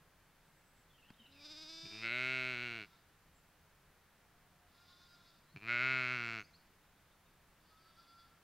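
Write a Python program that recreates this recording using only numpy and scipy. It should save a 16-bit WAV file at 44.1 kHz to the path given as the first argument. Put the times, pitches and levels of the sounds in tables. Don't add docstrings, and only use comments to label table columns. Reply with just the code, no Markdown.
import sys
import numpy as np
from scipy import signal
from scipy.fft import rfft, irfft, next_fast_len
from scipy.io import wavfile

SR = 44100
rng = np.random.default_rng(int(sys.argv[2]) if len(sys.argv) > 2 else 0)


def transcribe(u):
    v = np.clip(np.atleast_2d(u).T, -1, 1)
    q = np.round(v * 32767).astype(np.int16)
    wavfile.write(sys.argv[1], SR, q)


N = 371763
TIME = np.arange(N) / SR
RING = 2048
PULSE_HZ = np.maximum(np.arange(RING // 2 + 1) * SR / RING, 1)
CONTROL_HZ = 1000


def from_db(db):
    return 10 ** (np.asarray(db) / 20)


def at_hz(spectrum, hz):
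    knots_hz, db = np.transpose(spectrum)
    return np.interp(np.log(np.maximum(hz, 1)), np.log(knots_hz), db)


def at_times(rows, times):
    knots_s, *columns = np.transpose(rows)
    return [np.interp(times, knots_s, column) for column in columns]


def wander(times, count=80):
    return np.interp(times, np.linspace(0, N / SR, count), rng.standard_normal(count))


def bump(t, centre, half_width):
    return np.exp(-((t - centre) / half_width) ** 2)


def swell(t, attack_s, release_s):
    rise, fall = np.clip((t - t[0]) / attack_s, 0, 1), np.clip((t[-1] - t) / release_s, 0, 1)
    return 20 * np.log10(np.maximum(rise * fall, .02))


def noise(spectrum):
    size = next_fast_len(N)
    gain = from_db(at_hz(spectrum, np.fft.rfftfreq(size, 1 / SR)))
    coloured = irfft(rfft(rng.standard_normal(size)) * gain, size)[:N]
    return coloured / coloured.std()


# (frequency [Hz], relative density [dB])
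RUSH_SPECTRUM = [(20, -6.5), (36, 0), (60, -12.5), (82, 1), (105, -9), (165, -2), (205, -10), (450, -13.5),
                 (800, -13), (1600, -13), (2700, -19.5), (4500, -25), (8000, -35), (15000, -34.5)]


def outdoor_rush():
    return from_db(-69.5) * noise(RUSH_SPECTRUM)


def scatter(direct, t60, dull_hz):
    age = np.arange(SR) / SR
    tail = rng.standard_normal(SR) * from_db(-60 * age / t60) * (age > .004)
    lowpass = signal.butter(1, dull_hz, fs=SR, output="sos")
    return signal.fftconvolve(direct, signal.sosfilt(lowpass, tail / np.linalg.norm(tail)))[:N]


# (time [s], frequency [Hz], level [dB])
DISTANT_PARTIAL = [(4.2, 700, -95), (4.3, 711, -81), (4.5, 717, -91), (4.66, 715, -75.5), (4.75, 698, -98)]


def distant_sheep():
    hz, db = at_times(DISTANT_PARTIAL, TIME)
    sounding = (TIME > DISTANT_PARTIAL[0][0]) & (TIME < DISTANT_PARTIAL[-1][0])
    return sounding * from_db(db) * np.sqrt(2) * np.sin(2 * np.pi * np.cumsum(hz * sounding) / SR)


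def glides(notes, warble):
    out = np.zeros(N)
    for start, length, start_hz, middle_hz, end_hz, db in notes:
        progress = np.linspace(0, 1, int(length * SR))
        hz = np.polyval(np.polyfit([0, .5, 1], [start_hz, middle_hz, end_hz], 2), progress)
        hz *= 1 + warble * np.interp(progress, np.linspace(0, 1, 20), rng.standard_normal(20))
        envelope = from_db(db) * np.sqrt(2) * np.sin(np.pi * progress)
        onset = int(start * SR)
        out[onset:onset + len(hz)] += envelope * np.sin(2 * np.pi * np.cumsum(hz) / SR)
    return out


# (start [s], notes [count], step [s], note length [s], first pitch [Hz],
# last pitch [Hz], glide within a note [fraction], first level [dB])
BIRD_PHRASES = [(0.427, 4, .1, 0.11, 8170, 7750, -.02, -87),
                (0.889, 4, .042, .04, 3440, 2600, -0.014, -74.5),
                (1.039, 2, .035, 0.034, 2800, 3050, .02, -71),
                (1.136, 4, .061, .014, 3660, 4000, 0.09, -71),
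                (1.18, 2, .046, 0.058, 3060, 2930, -0.12, -66),
                (1.321, 2, .048, 0.08, 2590, 2400, -.06, -69.5),
                (3.335, 1, 0, 0.069, 7450, 7450, -.07, -80), (5.468, 1, 0, .078, 4250, 4250, 0.025, -77.5),
                (6.335, 2, .05, .035, 5380, 6100, 0.14, -69.5),
                (6.429, 2, .1, 0.042, 4640, 4450, .22, -68.5),
                (6.814, 4, .145, 0.036, 3750, 3600, .01, -84)]


def small_birds(crescendo_db=1.4):
    notes = []
    for start, count, step, length, first_hz, last_hz, glide, db in BIRD_PHRASES:
        for k, hz in enumerate(np.geomspace(first_hz, last_hz, round(count))):
            pitches = hz * (1 - glide / 2), hz, hz * (1 + glide / 2)
            notes.append((start + k * step, length, *pitches, db + crescendo_db * k))
    return glides(notes, warble=.035)


# (frequency [Hz], relative density [dB])
CRACK_SPECTRUM = [(100, -19), (1000, 8), (2500, 0), (3400, -8), (4600, -1), (6000, -15), (9000, -21),
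                  (15000, -35)]


def knock(start_s=1.102, crack_t60=.03, thud_lag_s=.0033, thud_hz=215, thud_t60=.024):
    age, thud_age = np.maximum(TIME - start_s, 0), np.maximum(TIME - start_s - thud_lag_s, 0)
    crack = noise(CRACK_SPECTRUM) * from_db(-53.5 - 60 * age / crack_t60)
    thud = np.sin(2 * np.pi * thud_hz * thud_age) * from_db(-44.5 - 60 * thud_age / thud_t60)
    return (age > 0) * (crack - thud)


def resonance(hz, width, db):
    return db / (1 + (2 * (PULSE_HZ - hz) / width) ** 2)


def lips_shut(t, opens, time_constant_s):
    return .5 - .5 * np.tanh((t - opens) / (2 * time_constant_s))


def fold_closures(contour, jitter, fraying=0):
    t = np.arange(contour[0][0], contour[-1][0], 1 / SR)
    pitch = at_times(contour, t)[0]
    cycles = np.cumsum(pitch) / SR
    times = np.interp(np.arange(int(cycles[-1]) + 1), cycles, t)
    spent = np.clip(np.linspace(-1, 1, len(times)), 0, 1)
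    return times + (jitter + fraying * spent) / pitch.mean() * rng.standard_normal(RING)[:len(times)]


def pulse_train(times, pitch, harmonic_db, rasp=0):
    cepstrum = irfft(np.log(from_db(harmonic_db) * SR / pitch / np.sqrt(2)))
    cepstrum[:, 1:RING // 2] *= 2
    cepstrum[:, RING // 2 + 1:] = 0
    starts, fractions = np.divmod(times * SR, 1)
    click = np.exp(-2j * np.pi * PULSE_HZ / SR * fractions[:, None])
    one_cycle = (np.arange(RING) < SR / pitch) * np.sqrt(pitch / SR)
    air = rng.standard_normal((RING // 4, RING))[:len(times)] * one_cycle
    pulses = irfft(np.exp(rfft(cepstrum)) * (click + rasp * rfft(air)))
    out = np.zeros(N + RING)
    for start, pulse in zip(starts.astype(int), pulses):
        out[start:start + RING] += pulse
    return out[:N]


def lamb_voice(contour, folds, throat, jitter, shimmer_db, dulling):
    times = fold_closures(contour, jitter)
    pitch, level_db = at_times(contour, times[:, None])
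    db = level_db + at_hz(folds, PULSE_HZ) + sum(resonance(*formant) for formant in throat)
    db += dulling * (level_db - level_db.max()) * np.log2(np.maximum(PULSE_HZ, 300) / 2000)
    db += shimmer_db * rng.standard_normal((RING, 1))[:len(times)]
    return pulse_train(times, pitch, db)


def far_contour(start, crest, end, start_hz, crest_hz, end_hz, roundness, level_db, tremble_hz):
    effort_db_per_octave, growth_db_per_s, hz_per_db = 41, 3, .77
    t = np.arange(start, end, 1 / CONTROL_HZ)
    before, after = np.maximum(crest - t, 0) / (crest - start), np.maximum(t - crest, 0) / (end - crest)
    pitch = crest_hz + (start_hz - crest_hz) * before ** roundness + (end_hz - crest_hz) * after ** 2
    tremble_db = 2 * np.cos(2 * np.pi * tremble_hz * (t - start)) + 1.3 * wander(t, count=240)
    db = level_db + effort_db_per_octave * np.log2(pitch / crest_hz) + growth_db_per_s * (t - crest)
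    db += tremble_db + swell(t, attack_s=.058, release_s=.12)
    return np.column_stack([t, pitch + hz_per_db * tremble_db, db])


# (start [s], crest [s], end [s], start pitch [Hz], crest pitch [Hz], end pitch [Hz],
# roundness of the rise [exponent], base level [dB], tremble rate [Hz])
FAR_CALLS = [(2.697, 2.8, 3.06, 340.8, 342.4, 315, 1.4, -80, 8.1),
             (4.658, 4.942, 5.44, 321.6, 355.5, 322.4, 2.26, -75, 8.2),
             (7.591, 8.09, 8.34, 310.8, 341.8, 335.3, 1.15, -76, 9.98)]
# (frequency [Hz], relative level [dB])
FAR_FOLDS = [(200, -41), (700, -17.5), (1100, -10), (2200, -25), (3100, -17), (5200, -14), (6500, -26.5),
             (9000, -30), (15000, -53)]
# (frequency [Hz], width [Hz], gain [dB])
EARLIER_THROAT = [(1380, 170, 14), (3100, 220, -8), (3650, 980, 12.5), (4850, 780, 7.5), (6640, 900, 7)]
LAST_THROAT = [(1020, 200, -8), (1355, 330, 21.5), (3480, 490, 11), (4630, 590, 13)]


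def far_lambs():
    *earlier, last = [far_contour(*call) for call in FAR_CALLS]
    answers = sum(lamb_voice(call, FAR_FOLDS, EARLIER_THROAT, jitter=.0032, shimmer_db=1.3, dulling=.02)
                  for call in earlier)
    return answers + lamb_voice(last, FAR_FOLDS, LAST_THROAT, jitter=.0036, shimmer_db=.5, dulling=.02)


# (time [s], pitch [Hz])
NEAR_PITCH = [(1.275, 265.9), (1.385, 286), (1.66, 305.3), (1.699, 322.8), (2.071, 337.3), (2.115, 314)]
# (time [s], half width [s], lift [Hz])
NEAR_BREAKS = [(1.459, 0.0122, 14.8), (1.516, .015, 20), (1.589, .028, 13), (1.63, .012, 17)]
# (frequency [Hz], relative level [dB])
NEAR_FOLDS = [(150, -14), (320, -5), (650, -11), (980, -17), (1350, -10.5), (2300, -4.5), (3100, -16.5),
              (5900, -15.5), (6600, -22), (9000, -34), (15000, -53)]
# (frequency [Hz], width [Hz], gain [dB])
NEAR_THROAT = [(1930, 410, -14.5), (3655, 440, 19), (4160, 140, 9), (4970, 710, 20), (5870, 240, 5.5),
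               (7500, 270, 11.5), (8500, 460, 9), (11500, 1000, 15)]


def near_lamb(quaver_hz=24.18, quaver_depth=.0069, effort_db_per_octave=45.5, fade_db_per_s=11.5):
    t = np.arange(NEAR_PITCH[0][0], NEAR_PITCH[-1][0], 1 / CONTROL_HZ)
    age = t - t[0]
    breaks = sum(lift * bump(t, centre, half_width) for centre, half_width, lift in NEAR_BREAKS)
    pitch = at_times(NEAR_PITCH, t)[0] + breaks
    pitch *= 1 + quaver_depth * np.sin(2 * np.pi * quaver_hz * age)
    db = -52 + effort_db_per_octave * np.log2(pitch / pitch.max()) - fade_db_per_s * age
    db -= 10.5 * lips_shut(t, opens=1.4, time_constant_s=.014)
    db += swell(t, attack_s=.05, release_s=.098)
    contour = np.column_stack([t, pitch, db])
    return lamb_voice(contour, NEAR_FOLDS, NEAR_THROAT, jitter=.0027, shimmer_db=.5, dulling=.24)


# (start [s], length [s], start pitch [Hz], middle pitch [Hz], end pitch [Hz], level [dB])
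GRUNTS = [(1.19, 0.049, 240, 230, 225, -67.5), (1.825, 0.041, 170, 147, 125, -56.5),
          (5.537, 0.046, 187, 144, 135, -54.5)]


def grunts():
    return glides(GRUNTS, warble=.03)


def bleat_contour(pitch_curve, opens, level_db, shut_db, fade_db_per_s, closing_per_s, catch_db):
    quaver_hz, quaver_depth, quaver_s = 22.18, .017, .37
    t = np.arange(pitch_curve[0][0], pitch_curve[-1][0], 1 / CONTROL_HZ)
    left, age = t[-1] - t, np.maximum(t - opens, 0)
    breathless = np.sqrt(np.clip(1 - left / quaver_s, 0, 1))
    quaver = quaver_depth * breathless * np.sin(2 * np.pi * quaver_hz * left)
    pitch = at_times(pitch_curve, t)[0] * (1 + quaver)
    effort = np.log2(pitch / 130)
    shut = lips_shut(t, opens, time_constant_s=.0069)
    catch = catch_db * bump(t, t[0] + .012, .014) - 9.5 * bump(t, t[0] + .046, .019)
    db = level_db + 24 * effort - shut_db * shut - fade_db_per_s * age + catch
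    db += swell(t, attack_s=.012, release_s=.037)
    ajar = .47 * (t - t[0]) / (opens - t[0])
    mouth = np.clip(1 - (1 - ajar) * shut - closing_per_s * age, 0, 1)
    tilt = .66 + .83 * effort - 1.25 * age - 1.83 * shut
    return np.column_stack([t, pitch, db, mouth, tilt])


def slide(t, start, length, start_hz, end_hz, width, gain_db):
    progress = np.clip((t - start) / length, 0, 1)
    strength = 2 * np.sqrt(progress * (1 - progress))
    return resonance(start_hz + (end_hz - start_hz) * progress, width, gain_db * strength)


# (shut [Hz], open [Hz], width [Hz], shut gain [dB], open gain [dB])
EWE_FORMANTS = [(584, 542, 160, -20, -11.5), (768, 644.5, 77, 5.5, 13), (1230, 1525, 262, -3.5, 19.5),
                (2160, 2275, 386, -8, 18), (2514, 2680, 205, 13.5, 6), (3730, 3060, 270, -12, 6),
                (4430, 4060, 330, 0.5, 7)]
# (length [s], start [Hz], end [Hz], width [Hz], gain [dB])
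NASAL_SLIDE = (0.1, 2680, 2350, 290, 2.6)
CLOSING_PEAK = (0.56, 2680, 2970, 140, 3.5)
CLOSING_VALLEY = (0.8, 2478, 2650, 260, -3.5)
# (start [s], length [s], start frequency [Hz], width [Hz], gain [dB])
TONGUE_PULLS = [(2.037, 0.15, 4520, 278, 6.5), (2.07, 0.11, 6800, 2200, -4.5), (5.956, 0.37, 6860, 700, 7),
                (6.227, .2, 7500, 1600, 9.5)]


def ewe_throat(t, opens, mouth, upper_formants, waver=.013, tongue_drop=.2):
    scale = .94 + .069 * (t - opens)
    db = 0
    for shut_hz, open_hz, width, shut_db, open_db in EWE_FORMANTS:
        hz = shut_hz + (open_hz - shut_hz) * mouth
        db += resonance(hz * scale, width, shut_db + (open_db - shut_db) * mouth)
    for hz, width, gain_db in upper_formants:
        db += resonance(hz * scale * (1 + waver * wander(t)), width, gain_db)
    db += slide(t, opens - NASAL_SLIDE[0], *NASAL_SLIDE)
    closing = t[-1] - .38
    db += slide(t, closing, *CLOSING_PEAK) + slide(t, closing, *CLOSING_VALLEY)
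    for start, length, hz, width, gain_db in TONGUE_PULLS:
        db += slide(t, start, length, hz, hz * (1 - tongue_drop), width, gain_db)
    return db


# (mouth opens [s], base level [dB], loss behind shut lips [dB], fading [dB/s],
# mouth closing [1/s], catch [dB])
FIRST_AND_SECOND = [(2.025, -47, 7, 4, 0.27, 4), (5.675, -46.6, 7.5, 3, 0.42, 7)]
# (time [s], pitch [Hz])
FIRST_PITCH = [(1.845, 96.78), (1.93, 105), (2.0, 110.7), (2.055, 116.5), (2.088, 114.6), (2.125, 122.1),
               (2.2, 126.2), (2.32, 129.6), (2.42, 127.4), (2.5, 126.9), (2.575, 121), (2.635, 123.4),
               (2.7, 118.2), (2.77, 114.1), (2.815, 104.6), (2.865, 99)]
SECOND_PITCH = [(5.552, 99.6), (5.59, 95.2), (5.63, 108.6), (5.69, 117.9), (5.74, 121.4), (5.78, 120.2),
                (5.835, 129.2), (5.92, 130.7), (6.0, 127.3), (6.075, 124.2), (6.115, 126.9), (6.15, 124.4),
                (6.185, 119.6), (6.26, 116.6), (6.36, 112.8), (6.437, 98.6)]
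# (frequency [Hz], relative level [dB])
FIRST_FOLDS = [(60, -21), (125, -6.5), (260, -7.5), (400, -4), (800, -21.5), (1200, -20.5), (2600, -10),
               (3100, -18.5), (4400, -17), (5200, -34), (8500, -40.5), (9600, -49), (11500, -46.5),
               (15000, -64)]
SECOND_FOLDS = [(60, -24), (125, -3), (260, -7.5), (400, -6), (800, -20.5), (1200, -13.5), (2600, -9),
                (3100, -20), (4400, -22), (5200, -28), (7300, -47), (8500, -47.5), (11800, -54.5),
                (15000, -66)]
# (frequency [Hz], width [Hz], gain [dB])
FIRST_UPPER = [(2860, 67, 7), (3350, 180, 2.5), (4640, 170, 0), (5620, 300, 7.5), (6370, 370, 7),
               (7200, 300, 2), (8230, 310, 4), (11200, 900, -1)]
SECOND_UPPER = [(2810, 85, 3.2), (3330, 150, 4), (4550, 320, 5.6), (5450, 230, 1.4), (6350, 270, 1.8),
                (7440, 450, 11.6), (8850, 400, 2), (11900, 770, 3.7)]
# (frequency [Hz], level relative to the pulse [dB])
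RASP = [(300, -27), (1200, -13.5), (2500, -20.5), (4500, -12), (7000, -9.5), (13000, -1)]


def ewe(pitch_curve, gesture, folds, upper_formants, jitter, shimmer_db):
    contour, opens = bleat_contour(pitch_curve, *gesture), gesture[0]
    times = fold_closures(contour, jitter, fraying=.0035)
    t = times[:, None]
    pitch, level_db, mouth, tilt = at_times(contour, t)
    db = level_db + at_hz(folds, PULSE_HZ) + tilt * np.log2(np.maximum(PULSE_HZ, 100) / 2000)
    db += ewe_throat(t, opens, mouth, upper_formants)
    db += shimmer_db * rng.standard_normal((RING, 1))[:len(times)]
    return pulse_train(times, pitch, db, rasp=from_db(at_hz(RASP, PULSE_HZ)))


def scene():
    first, second = FIRST_AND_SECOND
    bleats = ewe(FIRST_PITCH, first, FIRST_FOLDS, FIRST_UPPER, jitter=.0013, shimmer_db=0)
    bleats += ewe(SECOND_PITCH, second, SECOND_FOLDS, SECOND_UPPER, jitter=.0024, shimmer_db=.14)
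    near = bleats + near_lamb() + grunts() + knock()
    far = far_lambs() + distant_sheep()
    birds = small_birds()
    diffuse = from_db(-27) * scatter(near, t60=1.0, dull_hz=5000)
    diffuse += from_db(-.5) * scatter(far, t60=.49, dull_hz=6900)
    diffuse += from_db(-4) * scatter(birds, t60=.67, dull_hz=9000)
    return np.tile(near + far + birds + diffuse + outdoor_rush(), (2, 1))


# (frequency [Hz], relative density [dB])
RUMBLE_SPECTRUM = [(20, -5), (40, -10.5), (80, -11), (160, -18), (320, -19), (700, -20), (2000, -49)]


def record(dry):
    hiss = from_db(-75.5) * rng.standard_normal((2, N))
    rumble = from_db(-85) * np.array([noise(RUMBLE_SPECTRUM), noise(RUMBLE_SPECTRUM)])
    lowpass = signal.ellip(10, .1, 70, 15700, fs=SR, output="sos")
    return signal.sosfilt(lowpass, dry + hiss + rumble)


dry = scene()
out = record(dry)
transcribe(out)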